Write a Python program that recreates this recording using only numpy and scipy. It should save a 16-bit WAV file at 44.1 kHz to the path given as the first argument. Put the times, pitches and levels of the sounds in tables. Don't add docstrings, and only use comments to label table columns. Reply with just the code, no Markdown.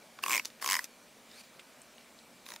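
import sys
import numpy as np
from scipy import signal
from scipy.io import wavfile
from scipy.ndimage import uniform_filter1d

SR = 44100
rng = np.random.default_rng(int(sys.argv[2]) if len(sys.argv) > 2 else 0)


def volts_from_decibels(level):
    exponent = np.asarray(level, float) / 20
    return 10 ** exponent


def file_out(sig):
    cols = np.atleast_2d(sig).T
    lim = np.clip(cols, -1, 1)
    pcm = np.round(lim * 32767).astype(np.int16)
    wavfile.write(sys.argv[1], SR, pcm)


N = 114660

# f/Hz, level per Hz/dB
AIR_COLOUR = [(15, -44), (25, -20.5), (141, -11.5), (236, -1.5), (326, -8.5), (607, -3.5), (754, -7.5),
              (8590, -17.5), (16000, -24)]
# f/Hz, likeness [0 to 1]
AIR_LIKENESS = [(30, .3), (60, 0.29), (125, 0.92), (500, 1), (2000, 1), (5000, 1), (9000, 0.81),
                (15000, 0.2)]
# f/Hz, width/Hz, level/dB
HUM_TONES = [(235.2, 22, -71.5), (598, 43, -78), (2331, 210, -71.5)]
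# t/s, level/dB
LICK_LEVEL = [
    (1.25, -75),
    (1.292, -62.5),
    (1.412, -51.5),
    (1.428, -77),
    (1.438, -57),
    (1.47, -77),
]
# t/s, share of the resonance pitch
LICK_GLIDE_CURVE = [(1.335, .8), (1.37, .99), (1.42, 1.01)]
# f/Hz, width/Hz, level/dB
MOUTH_RESONANCES = [(2400, 450, -3), (4450, 550, 1), (9000, 400, -4), (4500, 8000, 1)]
# t/s, peak level/dB, centre f/Hz, width/Hz, length/s
SMALL_TICKS = [(.188, -39, 1190, 396, 0.0022), (0.189, -38.5, 3000, 5030, .001),
               (0.449, -32, 4900, 4000, .002), (0.455, -19, 5200, 4500, 0.00096),
               (0.502, -41.5, 2980, 2840, 0.0015), (.598, -44, 2190, 2000, 0.0018),
               (.843, -24, 5760, 6950, 0.00077), (1.315, -44, 4600, 2500, 0.0007),
               (1.594, -38.5, 2220, 2000, 0.0055), (1.597, -50, 8300, 2500, 0.005),
               (1.817, -42, 8040, 1800, .002), (1.982, -42, 2750, 3500, 0.00092),
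               (2.01, -48, 2800, 3000, 0.0013), (2.189, -44.5, 4360, 900, 0.0018)]
# t/s, crack level/dB, upper note f/Hz, low note level/dB, upper note level/dB
FIRST_ZIP = [(0.2373, -26, 2720, -30, -27), (0.2621, -29, 2460, -29, -31), (0.2818, -27, 2490, -30, -39),
             (0.296, -26, 2280, -30, -35), (0.3069, -26, 2330, -32, -26), (0.316, -24, 2530, -35, -33),
             (0.3235, -25, 2250, -34, -26), (0.3312, -24, 2250, -34, -25), (0.3394, -25, 2140, -35, -24),
             (0.3479, -23, 2180, -34, -25), (0.3565, -23, 2120, -36, -25), (0.3658, -25, 2140, -37, -26),
             (0.3779, -24, 2370, -40, -24), (0.3963, -33, 2250, -41, -26)]
SECOND_ZIP = [(0.6248, -30, 2070, -37, -38), (0.6443, -27, 2070, -32, -39), (0.6613, -24, 2230, -31, -34),
              (0.6759, -24, 2670, -31, -41), (0.6892, -23, 2160, -31, -31), (0.7001, -21, 2260, -32, -32),
              (0.7107, -20, 2250, -31, -31), (0.7209, -19, 2150, -35, -29), (0.7308, -20, 2060, -33, -28),
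              (0.7414, -21, 2050, -34, -26), (0.7532, -22, 1980, -33, -25), (0.7666, -25, 1960, -35, -26),
              (0.7915, -29, 1960, -37, -27)]
FAINT_ZIP = [(2.4643, -39, 2160, -51, -54), (2.4882, -37, 2050, -50, -51), (2.504, -37, 2110, -50, -50),
             (2.5198, -36, 1950, -50, -47), (2.5381, -36, 1930, -48, -47), (2.5617, -36, 1840, -50, -47)]
# low note of first tooth f/Hz, of last tooth f/Hz, skin hiss level/dB,
# crack pitch share, drag after the last tooth t/s, drag level/dB
ZIP_STROKES = [
    (1094, 1017, -34, 1.037, 0.09, -54),
    (1078, 1000, -36, 0.999, 0.067, -49.5),
    (1070, 890, -53, 0.756, 0.0088, -70),
]
# f/Hz, level/dB, time to fall 60 dB t/s
CRACK_NOTES = [(3200, -5, .004), (5150, 0, .0035), (5900, -2, .003), (6800, 0, .0035), (7900, -4, .003),
               (10800, -7, .003), (13300, -10, .003), (14600, -5, .003)]
# f/Hz, level per Hz/dB
SKIN_COLOUR = [(150, -24.5), (300, -14.5), (2100, -12), (4100, -11.5), (6000, -11.5), (9300, -14.5),
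               (12500, -14), (15000, -16.5)]
# f/Hz, likeness [0 to 1]
ZIP_HISS_LIKENESS = [(1000, 0.9), (3000, 1), (6000, 0.21), (14000, 0.067)]

AIR_DB = -58
ROOM_DB, ROOM_T60_S = -24, 0.12
TICK_TAIL_DB, TICK_TAIL_S, TICK_LEAD_S = -20, 0.013, 0.0032
LOW_DB, UPPER_DB, RING_LOW_S, RING_UPPER_S, BEND_RISE_S = 3.5, 1.5, 0.019, 0.014, 0.0007
TWIN_RATIO, TWIN_DB = 1.165, 3
GRIP = 1.5
CRACK_DB, BRIGHT_SPREAD_DB, BRIGHT_DETUNE, SNAP_S = 2, 2, 0.03, 0.0002
REBOUND_S, REBOUND = 0.0006, 0.7
DULL_DB_PER_KHZ = 2.5
SKIN_LEAD_S, SKIN_EDGE_DB = 0.011, -13
CREEP_S, CREEP_DB = 0.0016, -14
MIC_LOW_HZ, EDGE_HZ, CEILING = 170, 15750, 0.3


def evened(x):
    return x / np.sqrt(np.mean(x ** 2) + 1e-20)


def read(points, hz):
    f, value = np.transpose(points)
    return np.interp(np.log(hz + 1), np.log(f + 1), value)


def add(mix, s, sound):
    part = mix[round(s * SR):][:len(sound)]
    part += sound[:len(part)]


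def resonate(x, hz, width):
    turn = np.exp(2j * np.pi * np.cumsum(hz * np.ones(len(x))) / SR)
    r = np.exp(-np.pi * width / SR)
    return 2 * (turn * signal.lfilter([1 - r], [1, -r], x / turn + 1e-18)).real


def resonate_twice(x, hz, width):
    return resonate(resonate(x, hz, width), hz, width)


def hiss(colour, likeness, patchy_db, wander_db):
    frames, hz = N // 256 + 5, np.fft.rfftfreq(1024, 1 / SR)
    a, b, c, d, *patches = rng.standard_normal((frames, 513, 6)).T
    level, width = (evened(uniform_filter1d(uniform_filter1d(p, 12, 0), 10, 1)) for p in patches)
    unlike = 1 - read(likeness, hz)[:, None]
    same = np.clip(1 - unlike * volts_from_decibels(wander_db * width), 0, 1)
    middle = (a + 1j * b) * np.sqrt(1 + same)
    edge = (c + 1j * d) * np.sqrt(1 - same)
    loudness = volts_from_decibels(read(colour, hz)[:, None] + patchy_db * level)
    z = np.array([middle + edge, middle - edge]) * loudness
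    return evened(signal.istft(z, nperseg=1024, noverlap=768)[1][:, :N])


def air():
    hum = np.zeros(N)
    for hz, width, db in HUM_TONES:
        tone = resonate_twice(rng.standard_normal(N), hz, width)
        hum += volts_from_decibels(db) * evened(tone)
    return volts_from_decibels(AIR_DB) * hiss(AIR_COLOUR, AIR_LIKENESS, patchy_db=1.5, wander_db=7.5) + hum


def room(x):
    taps = np.zeros((2, 8820))
    at = np.arange(100, 8800, 20) + rng.integers(0, 20, (2, 435))
    np.put_along_axis(taps, at, rng.choice([-1., 1.], at.shape), 1)
    taps = taps * volts_from_decibels(-60 * np.arange(8820) / SR / ROOM_T60_S)
    return signal.fftconvolve(x[None], taps / np.linalg.norm(taps[0]), axes=1)[:, :N]


def lick():
    t, noise = np.arange(N) / SR, rng.standard_normal(N)
    glide = np.interp(t, *np.transpose(LICK_GLIDE_CURVE))
    wet = np.zeros(N)
    for hz, width, db in MOUTH_RESONANCES:
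        wet += volts_from_decibels(db) * resonate_twice(noise, hz * glide, width) * np.sqrt(400 / width)
    level_db = np.interp(t, *np.transpose(LICK_LEVEL), left=-120, right=-120)
    return evened(wet) * volts_from_decibels(level_db)


def ticks():
    out, t = np.zeros(N), np.arange(-600, 1500) / SR
    for s, db, hz, width, length in SMALL_TICKS:
        noise = rng.standard_normal(len(t))
        burst = noise * (t >= 0) * np.exp(-abs(t) / length)
        puff = resonate_twice(burst, hz, width)
        swell = np.exp(-abs(t) / np.where(t < 0, TICK_LEAD_S, TICK_TAIL_S))
        scrape = evened(resonate_twice(noise, hz, width)) * swell
        add(out, s + t[0], volts_from_decibels(db) * (puff / abs(puff).max() + volts_from_decibels(TICK_TAIL_DB) / 2 * scrape))
    return out


def tooth(low_hz, share, crack_db, upper_hz, low_db, upper_db):
    size = 2048
    t = np.arange(size) / SR
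    luck = rng.standard_normal((len(CRACK_NOTES) + 2, 3))

    def ring(hz, db, t60, turn):
        return volts_from_decibels(db - 60 * (t / t60) ** GRIP) * np.sin(2 * np.pi * hz * t + turn)

    upper_db = upper_db + UPPER_DB
    twin_hz = upper_hz * TWIN_RATIO ** np.tanh(2 * luck[0, 0])
    bend = ring(low_hz, low_db + LOW_DB, RING_LOW_S, 0)
    bend = bend + ring(upper_hz, upper_db, RING_UPPER_S, 0)
    bend = bend + ring(twin_hz, upper_db + TWIN_DB, RING_UPPER_S / 2, 2 * luck[0, 1])

    crack = np.zeros(size)
    for (hz, db, t60), (u, v, w) in zip(CRACK_NOTES, luck[2:]):
        note_hz = hz * share * (1 + BRIGHT_DETUNE * u)
        dulling_db = DULL_DB_PER_KHZ * (1 - share) * hz / 1e3
        crack += ring(note_hz, db + BRIGHT_SPREAD_DB * v - dulling_db, t60, w / 2)
    late = round(SR * REBOUND_S * (1 + 0.2 * np.tanh(luck[1, 0])))
    crack = crack + REBOUND * np.pad(crack, (late, 0))[:size]
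    crack = crack / np.sqrt(2 * np.mean(crack[t < 2 * REBOUND_S] ** 2))

    rising_bend = np.minimum(t / BEND_RISE_S, 1) * bend
    return np.minimum(t / SNAP_S, 1) * (rising_bend + volts_from_decibels(crack_db + CRACK_DB) * crack)


def comb():
    teeth, creep, skin_db = np.zeros(N), np.zeros(N), np.full(N, -120.)
    t, lead = np.arange(N) / SR, np.arange(-440, 440) / SR
    for rows, stroke in zip((FIRST_ZIP, SECOND_ZIP, FAINT_ZIP), ZIP_STROKES):
        first_hz, last_hz, hiss_db, share, drag_s, drag_db = stroke
        for low_hz, (s, *strike) in zip(np.linspace(first_hz, last_hz, len(rows)), rows):
            add(teeth, s, tooth(low_hz, share, *strike))
            add(creep, s + lead[0], volts_from_decibels(strike[0] + CREEP_DB) * np.exp(-abs(lead) / CREEP_S))
        at = np.array([row[0] for row in rows])
        gaps = np.diff(at)
        speed = gaps.min() / gaps
        skin_db[(t > at[-1]) & (t < at[-1] + drag_s)] = drag_db
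        on = (t > at[0] - SKIN_LEAD_S) & (t < at[-1] + SKIN_LEAD_S / 2)
        speed_now = np.interp(t[on], (at[1:] + at[:-1]) / 2, speed)
        skin_db[on] = hiss_db + SKIN_EDGE_DB * (1 - speed_now)
    skin = hiss(SKIN_COLOUR, ZIP_HISS_LIKENESS, patchy_db=3.5, wander_db=5.5)
    return teeth + creep * skin.mean(0), uniform_filter1d(volts_from_decibels(skin_db), 300) * skin


def scene():
    teeth, skin = comb()
    near = teeth + ticks() + lick()
    close = near + volts_from_decibels(ROOM_DB) * room(near) + skin
    low_cut = signal.butter(4, MIC_LOW_HZ, "high", fs=SR, output="sos")
    return signal.sosfilt(low_cut, close) + air()


def roll_off(x):
    return signal.sosfilt(signal.butter(12, 16530, fs=SR, output="sos"), x)


def record(dry):
    edge = signal.firwin(511, EDGE_HZ, window=("kaiser", 8), fs=SR)[None]
    squashed = CEILING * np.tanh(dry / CEILING)
    mix = signal.oaconvolve(squashed, edge, "same")
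    return roll_off(mix)


dry = scene()
out = record(dry)
file_out(out)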